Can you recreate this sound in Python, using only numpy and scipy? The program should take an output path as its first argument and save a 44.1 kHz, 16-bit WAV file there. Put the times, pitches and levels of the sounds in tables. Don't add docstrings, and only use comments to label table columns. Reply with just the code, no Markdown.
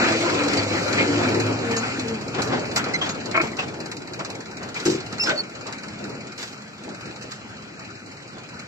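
import sys
import numpy as np
from scipy import signal
from scipy.fft import rfft, irfft, dct, next_fast_len
from scipy.io import wavfile
from scipy.ndimage import uniform_filter1d, map_coordinates

SR = 44100
rng = np.random.default_rng(int(sys.argv[2]) if len(sys.argv) > 2 else 0)


def decibels_to_gain(level_db):
    exponent = np.asarray(level_db, float) / 20
    return 10 ** exponent


def output_pcm(signal):
    pcm = np.clip(np.atleast_2d(signal).T, -1, 1) * 32767
    wavfile.write(sys.argv[1], SR, np.round(pcm).astype(np.int16))


N = 382347
TIME = np.arange(N) / SR


def unit(x):
    return x / np.sqrt(np.mean(x ** 2) + 1e-20)


def along(points, hz):
    f, v = np.transpose(points)
    return np.interp(np.log(hz + 1), np.log(f + 1), v)


def curves(rows):
    s, *cols = np.transpose(rows)
    return [np.interp(TIME, s, c) for c in cols]


def wobble(rate_hz, size=N):
    knots = rng.standard_normal(int(size * rate_hz / SR) + 4)
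    return map_coordinates(knots, [np.arange(size) * rate_hz / SR])


def filtered(x, response):
    m = next_fast_len(N + SR // 2)
    return irfft(rfft(x, m) * response(np.fft.rfftfreq(m, 1 / SR)), m)[..., :N]


def rush(spectrum, patchy_db, size=512):
    hz, _, z = signal.stft(rng.standard_normal((3, N)), SR, nperseg=size)
    field = uniform_filter1d(rng.standard_normal(z.shape[1:]), size=5, axis=0)
    field = uniform_filter1d(field, size=8, axis=1)
    gain = decibels_to_gain(patchy_db * unit(field) + along(spectrum, hz)[:, None])
    return unit(signal.istft(z * gain, nperseg=size)[1][:, :N])


def strikes(events, t60, rise):
    kicks, t = np.zeros(N), TIME[:SR // 4]
    kicks[[round(s * SR) for s, db in events]] = [decibels_to_gain(db) for s, db in events]
    return signal.fftconvolve(kicks, decibels_to_gain(-60 * t / t60) * (1 - np.exp(-t / rise)))[:N]


def rung(events, modes, gain_db, scatter_db, rise):
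    out, t = np.zeros(N + SR), TIME[:SR // 4]
    for s, db in events:
        for hz, level_db, t60 in modes:
            luck, tune = rng.standard_normal(2)
            start_db = db + gain_db + level_db + scatter_db * luck
            fade = decibels_to_gain(start_db - 60 * t / t60) * (1 - np.exp(-t / rise))
            out[round(s * SR):][:len(t)] += fade * np.sin(2 * np.pi * hz * (1 + 0.011 * tune) * t)
    return out[:N]


def firings():
    # (time [s], rate [firings/s])
    speed = [(0.0, 24.91), (0.54, 20.17), (1.05, 20.28), (1.5, 15.72), (1.9, 18.43), (2.02, 13.44),
             (2.99, 18.87), (3.53, 18.9), (3.69, 17.68), (4.98, 18.56), (5.14, 15.5), (5.98, 19.37),
             (6.21, 17.13), (6.57, 20.63), (6.9, 17.72), (7.27, 20.26), (7.66, 18.01), (8.67, 19.23)]
    depth, hunt_hz, start_turns = 1.33, 2.079, .0788
    peak_s, span_s = 4.22, 1.1
    swell = np.exp(-.5 * ((TIME - peak_s) / span_s) ** 2)
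    hunt = depth * swell * np.sin(2 * np.pi * (start_turns + hunt_hz * TIME))
    turns = np.cumsum(curves(speed)[0] + hunt) / SR - 1.02
    return np.interp(np.arange(int(turns[-1])), turns, TIME)


def valve_ticks(tick_db):
    # (time [s], peak [dB])
    knocks = [(0.1221, -25), (0.2079, -23), (0.534, -17), (0.5716, -17), (0.88, -22), (0.9287, -18),
              (1.4004, -16), (1.713, -20), (1.766, -14.5), (1.995, -19.5), (2.0832, -22), (2.4197, -16),
              (2.7617, -8), (2.8416, -20.5), (2.937, -19), (3.0927, -17), (3.4153, -19), (5.183, -25),
              (5.236, -14), (5.293, -14.5), (5.436, -37)]
    # (time [s], peak [dB])
    clear_ticks = [(3.4713, -30), (3.5167, -33), (3.5691, -26), (3.6244, -36), (3.6828, -31),
                   (3.7412, -33.5), (3.803, -26.5), (3.859, -26.5), (3.916, -22.5), (3.9682, -27),
                   (4.0195, -35), (4.0749, -32), (4.135, -26), (4.193, -26.5), (4.2485, -21.5),
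                   (4.302, -24.5), (4.351, -30), (4.405, -31), (4.4575, -35), (4.5125, -34),
                   (4.5703, -28.5), (4.631, -27), (4.6885, -31), (4.7444, -25), (4.7998, -24),
                   (4.853, -23.5), (5.004, -30), (5.0632, -29.5), (5.126, -26.5),
                   (5.4957, -38), (5.5521, -32), (5.61, -33), (5.6683, -24.5), (5.7253, -25), (5.7831, -31),
                  (5.834, -29.5), (5.8838, -33), (5.9347, -45), (5.9886, -38), (6.041, -30.5),
                  (6.0959, -36), (6.1507, -41), (6.207, -37), (6.271, -35), (6.321, -35), (6.379, -31),
                  (6.4286, -22.5), (6.5768, -41), (6.6207, -38), (6.6795, -43), (6.7324, -44),
                  (6.7818, -43), (6.8367, -35.5), (6.8911, -34), (6.9459, -35), (7.0093, -32.5),
                  (7.056, -36), (7.1096, -43), (7.16, -34), (7.213, -38), (7.3183, -25), (7.4922, -44),
                  (7.568, -45), (7.6229, -42), (7.6783, -45), (7.7401, -58), (7.7945, -35.5), (7.8484, -39),
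                  (7.9038, -42), (7.9536, -41), (7.9931, -46)]
    s = firings()
    db = np.interp(s, TIME, tick_db) + 3 * rng.standard_normal(len(s))
    over_hiss_db = 2.5
    clear = [*knocks, *[(at, peak + over_hiss_db) for at, peak in clear_ticks]]
    free = np.abs(s[:, None] - np.transpose(clear)[0]).min(axis=1) > .03
    return [*zip(s[free], db[free]), *clear]


def engine():
    # (time [s], level [dB], load: deepens rumble [dB], valve slack: sharpens ticks [dB])
    work = [(0.0, -24.5, -2.5, -5), (0.43, -29, 1.5, 5), (0.84, -28.5, 1, -4), (1.26, -28.5, 5, 2.5),
            (1.57, -35, 8, 9.5), (1.86, -30.5, -2, -23), (2.15, -40, 5.5, 10), (2.66, -37.5, 7.5, 8.5),
            (3.14, -41, 7, 8), (3.55, -42.5, 10.5, 24), (3.81, -45, 9, 17), (4.68, -46.5, 4.5, 25),
            (5.26, -42, 4.5, 12), (5.48, -44, 0.5, 16), (6.18, -44, 4, 10), (6.72, -47.5, -1, 17),
            (6.92, -45.5, 1, -2.5), (8.67, -46.5, -2, 11)]
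    # (frequency [Hz], density [dB/Hz])
    thrum_spectrum = [(15, -76), (25, -54), (48, -31), (102, -1), (150, -1), (200, -2), (260, -5),
                      (440, -120)]
    # (frequency [Hz], density [dB/Hz])
    rumble_spectrum = [(100, -65), (170, -15.5), (275, -1), (312, -3.5), (359, -4.5), (420, -6), (466, -6),
                       (722, -13), (1000, -16), (1300, -27), (2200, -120)]
    # (frequency [Hz], density [dB/Hz])
    block_spectrum = [(350, -23.5), (600, -5), (805, -3), (1030, -10), (1350, 2.5), (1620, -3.5),
                      (2060, -4), (2390, -0.5), (2830, -7.5), (3110, -10.5), (3660, -14), (3800, -17.5),
                      (4940, -69), (8360, -120)]
    # (frequency [Hz], density [dB/Hz])
    clatter_spectrum = [(2060, -59), (3500, -10.5), (3680, -10), (3990, -1), (4290, -2), (6150, -9.5),
                        (6960, -7.5), (7780, -11), (8700, -9), (10300, -14), (12900, -19.5), (15400, -35)]
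    block_db, load_db, slack_db = curves(work)
    rumble_db = block_db + load_db
    thrum_db = -23 + 0.59 * rumble_db
    clatter_db = -4 + 0.95 * block_db
    shared = wobble(12)

    thrum = decibels_to_gain(thrum_db + 2.5 + 1.46 * shared) * rush(thrum_spectrum, patchy_db=1, size=2048)

    tick_lag_s, chug_db = .022, 5
    beat = strikes([(max(s - tick_lag_s, 0), 0) for s in firings()], t60=0.093, rise=0.015)
    rumble_gain = decibels_to_gain(rumble_db - 2.0 + chug_db * beat + 1.06 * shared + 1.5 * wobble(30))
    rumble = rumble_gain * rush(rumble_spectrum, patchy_db=1.5, size=1024)

    early = [(max(s - .0015, 0), db) for s, db in valve_ticks(block_db + slack_db)]
    block_gain = decibels_to_gain(block_db + 1.4 * shared) + decibels_to_gain(-9.5) * strikes(early, t60=0.078, rise=0.007)
    block = block_gain * rush(block_spectrum, patchy_db=2.5)

    snap_db = 0
    ticks = strikes(early, t60=.075, rise=.0027) + decibels_to_gain(snap_db) * strikes(early, t60=.022, rise=.0015)
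    clatter_gain = decibels_to_gain(clatter_db - 4.5 + 0.6 * shared) + decibels_to_gain(-11.5) * ticks
    clatter = clatter_gain * rush(clatter_spectrum, patchy_db=1.3)
    return thrum + rumble + block + clatter


def exhaust():
    # (time [s], pitch [Hz], level [dB])
    drone_track = [
        (0.0, 115.3, -44),
        (0.56, 103.9, -43.5),
        (1.44, 108, -36.5),
        (1.77, 114.7, -44),
        (2.3, 118.2, -50),
        (2.53, 119, -57),
        (2.7, 115, -49),
    ]
    # (time [s], peak [dB])
    puff_events = [(0.021, -18), (0.063, -21), (0.109, -20), (0.149, -17), (0.192, -25), (0.236, -19),
                   (0.278, -16), (0.322, -23), (0.37, -21), (0.416, -19), (0.465, -20), (0.501, -25),
                   (0.564, -19), (0.612, -22), (0.665, -21), (0.713, -19), (0.761, -21), (0.811, -22),
                   (0.861, -18), (0.911, -21), (0.959, -22), (1.006, -22)]
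    # (frequency [Hz], level [dB], t60 [s])
    stack_modes = [(525, 0, .04), (590, -7, .03), (465, -9, .03)]
    hz, db = curves(drone_track)
    turn = 2 * np.pi * np.cumsum(hz + 1.86 * wobble(24.3)) / SR
    drone = decibels_to_gain(db + 9.0 + 1.4 * wobble(7.62)) * np.sin(turn)
    puffs = rung(puff_events, stack_modes, gain_db=8.5, scatter_db=.7, rise=.004)
    return drone * np.clip((2.7 - TIME) / .1, 0, 1) + puffs


def rubbing(rows, sag, overtone_db, flutter_db, flutter_rate, unsteady):
    out = np.zeros(N + SR)
    for s, length_s, start_hz, db in rows:
        n = round(length_s * SR)
        u = np.arange(n) / n
        hz = start_hz * (1 - sag * length_s * u) * (1 + unsteady * wobble(flutter_rate, size=n))
        turn = 2 * np.pi * np.cumsum(hz) / SR
        swell = np.clip(u / 0.085, 0, 1) * np.clip((1 - u) / 0.28, 0, 1)
        swell = swell * decibels_to_gain(db + flutter_db * wobble(flutter_rate, size=n))
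        out[round(s * SR):][:n] += swell * (np.sin(turn) + decibels_to_gain(overtone_db) * np.sin(2 * turn))
    return out[:N]


def trailer():
    # (time [s], length [s], pitch [Hz], level [dB])
    groan_tones = [(.04, .15, 335, -30), (.2, .1, 352, -31), (.38, .13, 292, -29), (.52, .14, 286, -27.5),
                   (1.06, .13, 290.5, -25.5), (1.05, .22, 362, -30), (1.06, .13, 472, -33),
                   (1.18, .13, 265, -27.5), (2.49, .11, 255, -29), (1.34, .12, 470, -34),
                   (1.44, .14, 262, -31), (1.66, .22, 262.7, -33), (1.98, .1, 256, -33), (0, .16, 665, -32),
                   (.22, .1, 660, -36), (0, .07, 236, -31), (.3, .1, 372, -31), (1.34, .1, 365, -31),
                   (1.64, .21, 468, -32.5), (1.68, .12, 690, -43), (2.04, .12, 458, -35.5),
                   (2.1, .16, 216, -36)]
    # (time [s], length [s], pitch [Hz], level [dB])
    hum_tones = [
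        (5.5, 2.72, 208, -51),
        (7.4, 0.92, 400, -58),
        (6.0, .5, 470, -60),
        (7.9, .77, 104, -59),
        (5.5, .8, 112, -65),
        (5.7, 1.1, 1500, -63),
        (7.2, 1.2, 1500, -63),
    ]
    # (time [s], length [s], pitch [Hz], level [dB])
    creak_tones = [
        (1.65, .216, 234, -31),
        (6.0, .12, 205, -45),
        (6.14, .12, 155, -43),
        (2.04, .16, 230, -33.5),
        (2.48, .11, 123.4, -33),
    ]
    # (time [s], length [s], pitch [Hz], level [dB])
    squeak_tones = [(.57, .04, 4600, -30), (.7, .06, 2250, -35), (.86, .04, 1400, -32),
                    (.97, .06, 1990, -28), (.98, .06, 2180, -27), (.98, .05, 2400, -27),
                    (1.73, .05, 1760, -33), (1.765, .04, 6700, -32), (1.83, .03, 1480, -32),
                    (2.937, .033, 2060, -23.5), (2.94, .03, 4100, -32), (2.94, .03, 6200, -38),
                    (3.013, .02, 3250, -25), (3.03, .025, 3280, -31), (3.09, .04, 6700, -36),
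                    (5.194, .05, 2670, -26.5), (4.858, .025, 1560, -34), (5.197, .03, 5230, -26),
                    (5.213, .045, 5480, -30), (5.225, .035, 5120, -31), (5.235, .03, 5300, -29),
                    (5.262, .025, 5200, -33), (5.27, .025, 1470, -34), (5.288, .025, 1530, -26),
                    (5.305, .035, 580, -31), (5.3, .025, 3650, -32), (5.357, .02, 4480, -38),
                    (5.376, .042, 4410, -23.5)]
    # (time [s], peak [dB])
    bed_drops = [
        (4.858, -7.5),
        (4.867, -16),
        (4.878, -5.5),
        (4.897, -11),
        (4.919, -12),
        (4.947, -12),
        (4.979, -17),
        (5.003, -27),
    ]
    # (frequency [Hz], level [dB], t60 [s])
    bed_modes = [(155, -8.5, 0.067), (231, -4.5, 0.058), (329.6, 2, 0.05), (371, 5.5, 0.047),
                 (453, -4, 0.037)]
    # (time [s], peak [dB])
    pin_slips = [
        (3.3424, -14),
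        (3.3505, -10),
        (3.358, -10),
        (3.3729, -6),
        (3.3775, -12),
        (3.385, -14),
        (3.3974, -11.5),
        (3.404, -10.5),
        (3.412, -15),
    ]
    # (frequency [Hz], level [dB], t60 [s])
    pin_modes = [(340, -5, .06), (650, -6, .05), (1095, -1, .035), (1345, -1, .045), (1580, -4, .03),
                 (1800, -5, .03), (2000, -6, .03), (2230, 0, .04), (2430, -2, .035), (2700, -9, .03)]
    groans = rubbing(groan_tones, .13, overtone_db=-15, flutter_db=2.5, flutter_rate=36, unsteady=0.01)
    groans += rubbing(hum_tones, 0, overtone_db=-20, flutter_db=2.5, flutter_rate=9, unsteady=0.004)
    groans += rubbing(creak_tones, .22, overtone_db=-11, flutter_db=2.5, flutter_rate=28.6, unsteady=0.007)
    squeaks = rubbing(squeak_tones, .02, overtone_db=-24, flutter_db=2, flutter_rate=300, unsteady=.015)
    drops = rung(bed_drops, bed_modes, gain_db=-2.5, scatter_db=1.2, rise=0.008)
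    scraping = rung(pin_slips, pin_modes, gain_db=-7.5, scatter_db=1.8, rise=0.0027)
    return decibels_to_gain(-0.5) * groans + squeaks + drops + scraping


def jolts():
    # (time [s], level [dB], centre [Hz], t60 [s])
    heaves = [
        (2.08, -23, 1000, 0.47),
        (2.68, -43, 327, 0.16),
        (3.15, -37.5, 400, .15),
        (5.24, -6, 343, 0.33),
        (5.999, -14.5, 253, 0.29),
        (6.849, -12, 336, 0.26),
    ]
    # (time [s], level [dB], centre [Hz], t60 [s])
    thuds = [(2.34, -26, 400, 1), (2.49, -17.5, 280, 0.21), (2.515, -16, 402, 0.23), (2.85, -27, 310, 0.7),
             (3.012, -21, 900, 0.29), (3.091, -16.5, 484, 0.09), (3.43, -17, 297, 0.13),
             (3.584, -19.5, 810, 0.2), (4.19, -27, 430, 0.35), (4.28, -32.5, 296, 0.36),
             (4.6, -36.5, 495, 1), (4.749, -32.5, 1300, 1), (4.85, -24.5, 1110, 0.39),
             (5.255, -22.5, 1390, 0.36), (5.3, -22.5, 330, 0.13), (5.38, -27, 398, 0.12),
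             (5.655, -24.5, 420, 0.22), (6.17, -43, 199, 0.56), (6.38, -34, 1960, 0.7),
             (8.36, -38, 302, 0.45)]
    # (time [s], level [dB], centre [Hz], t60 [s])
    clanks = [(.985, -19, 2000, 0.12), (2.343, -29, 2490, 0.088), (2.42, -30, 6200, 0.24),
              (2.721, -43, 4470, 0.068), (2.758, -20, 6490, 0.092), (2.765, -20, 6000, 0.08),
              (2.775, -17, 5800, 0.068), (2.76, -24.5, 1470, 0.41), (3.341, -24.5, 1370, 0.45),
              (3.416, -32.5, 5900, 0.27), (4.853, -24.5, 5040, 0.32), (4.895, -30, 4800, 0.15),
              (5.222, -31, 6860, 0.049), (5.295, -20, 1590, 0.17), (6.378, -40, 5060, 0.54),
              (6.43, -50, 5160, 0.24), (7.0, -48, 4560, 0.067), (7.221, -38.5, 4600, 0.15),
              (7.308, -39, 4660, 0.28)]
    # (time [s], level [dB], centre [Hz], t60 [s])
    scrapes = [
        (3.33, -33, 2230, 0.13),
        (3.345, -24, 2200, 0.37),
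        (3.396, -22, 2370, 0.13),
        (3.53, -33, 2010, 0.084),
        (3.587, -22, 2650, 0.12),
        (4.755, -29, 2340, 0.14),
        (5.27, -23.5, 1460, 0.29),
        (5.3, -25.5, 596, 0.28),
        (.24, -29.5, 1026, 0.97),
        (8.53, -47, 940, 0.18),
    ]
    # (table, width [octaves], rise [s])
    kinds = [(heaves, 2.1, 0.21), (thuds, 3.76, 0.012), (clanks, 1.8, 0.0023), (scrapes, 0.22, 0.0017)]
    low_cut_hz = 85
    out, t = np.zeros((3, N + SR)), TIME[:SR // 2]
    hz = np.fft.rfftfreq(len(t), 1 / SR) + 1
    for rows, width, rise in kinds:
        for s, db, centre_hz, t60 in rows:
            band = decibels_to_gain(-24 * (np.log2(hz / centre_hz) / width) ** 2) / (1 + (low_cut_hz / hz) ** 4)
            noise = unit(irfft(rfft(rng.standard_normal((3, len(t)))) * band, len(t)))
            rattle_db = 2.2 * wobble(52, size=len(t))
            fade = decibels_to_gain(db - 1 + rattle_db - 60 * t / t60) * (1 - np.exp(-t / rise))
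            start = round(s * SR)
            out[:, start:start + len(t)] += fade * noise
    return out[:, :N]


def scattered(x):
    t = TIME[:SR // 10]
    tails = rng.standard_normal((2, len(t))) * decibels_to_gain(-60 * t / 0.049)
    return signal.fftconvolve(x[None], tails / np.linalg.norm(tails[0]), axes=1)[:, :N]


def ports(x, clear):
    # (frequency [Hz], phase [rad])
    lead_points = [(0, 0), (430, 0.28), (1030, -1.29), (3790, -3.5), (8100, -10), (15000, -30.5)]
    # (frequency [Hz], level [dB])
    lean_points = [(60, -0.5), (110, -0.5), (200, 0), (380, 2.5), (700, 0.5), (1290, 1), (2370, 3),
                   (4380, -3.5), (8080, -1), (14900, 8)]
    # (frequency [Hz], level [dB])
    diffuse_points = [(30, -8), (70, -19), (130, -8.5), (250, -9.5), (600, 5), (1200, 1.5), (2500, -2.5),
                      (5000, 1), (9000, 16.5)]

    def lean(hz):
        return decibels_to_gain(np.outer([.5, -.5], along(lean_points, hz)))

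    def lead(hz):
        radians = np.interp(hz, *np.transpose(lead_points))
        return lean(hz) * np.exp(1j * np.outer([.5, -.5], radians))

    def own(hz):
        return decibels_to_gain(along(diffuse_points, hz))

    shared = filtered(x[0], lambda hz: 1 / np.sqrt(1 + own(hz) ** 2)) + clear
    diffuse = filtered(x[1:], lambda hz: lean(hz) * own(hz) / np.sqrt(1 + own(hz) ** 2))
    return filtered(shared, lead) + diffuse


def scene():
    clear = decibels_to_gain(-3.0) * exhaust() + decibels_to_gain(1.5) * trailer()
    echoes = np.vstack([np.zeros(N), scattered(clear)])
    noisy = engine() + jolts() + decibels_to_gain(-7) * echoes
    return ports(noisy, clear) * decibels_to_gain(2.0)


def thinned(x):
    # (frequency [Hz], level re median mid-band line [dB])
    band_floor = [(2750, -30), (2760, -8), (3090, -3), (3110, 0), (3440, 0), (3460, 2), (3780, 2),
                  (3800, -40), (7900, -40), (7930, -5.5), (9290, -8), (9320, -45)]
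    # (frequency [Hz], level re median mid-band line [dB])
    line_floor = [(6000, -40), (7700, -10), (8200, -8.5), (10000, -9), (13000, -15), (14600, -21),
                  (15200, -15), (15500, 20)]
    size, width, offset = 1024, 8, 1480
    drift_db, quiet_starves = 2.5, .2
    count = N // size + 3

    window = np.sin(np.pi * (np.arange(2 * size) + .5) / (2 * size))
    padding = ((0, 0), (offset, (count + 1) * size - N - offset))
    blocks = np.pad([x[0] + x[1], x[0] - x[1]], padding).reshape(2, -1, size)
    frames = np.dstack([blocks[:, :-1], blocks[:, 1:]]) * window
    a, b, c, d = np.split(frames, 4, axis=2)
    lines = dct(np.dstack([-c[..., ::-1] - d, a - b[..., ::-1]]), type=4, norm="ortho")
    hz = (np.arange(size) + .5) * SR / (2 * size)
    power = lines ** 2

    loud = 1e-12 + np.median(power[..., (hz > 2000) & (hz < 7500)], axis=2, keepdims=True)
    drift = unit(uniform_filter1d(rng.standard_normal((count, size // width)), size=3, axis=0))
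    bands = uniform_filter1d(power.reshape(2, count, -1, width).mean(axis=3), size=2, axis=1)
    bands = np.repeat(bands * decibels_to_gain(drift_db * drift) ** 2, width, axis=2)
    sunk = (np.median(loud) / loud) ** (quiet_starves * (hz < 4000))
    band_kept = bands > loud * sunk * decibels_to_gain(along(band_floor, hz)) ** 2
    line_kept = power > loud * decibels_to_gain(along(line_floor, hz)) ** 2

    u, v = np.split(dct(lines * (band_kept & line_kept), type=4, norm="ortho"), 2, axis=2)
    frames = np.dstack([v, -v[..., ::-1], -u[..., ::-1], -u]) * window
    head, tail = np.split(frames, 2, axis=2)
    joined = (head[:, 1:] + tail[:, :-1]).reshape(2, -1)
    mid, side = joined[:, offset - size:][:, :N] / 2
    return np.array([mid + side, mid - side])


def top_cut(x):
    return signal.sosfilt(signal.butter(12, 15520, fs=SR, output="sos"), x)


def record(dry):
    def step(hz):
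        return decibels_to_gain(-11.5 * np.clip((hz - 7900) / 150, 0, 1))

    return top_cut(thinned(filtered(dry, step)))


dry = scene()
out = record(dry)
output_pcm(out)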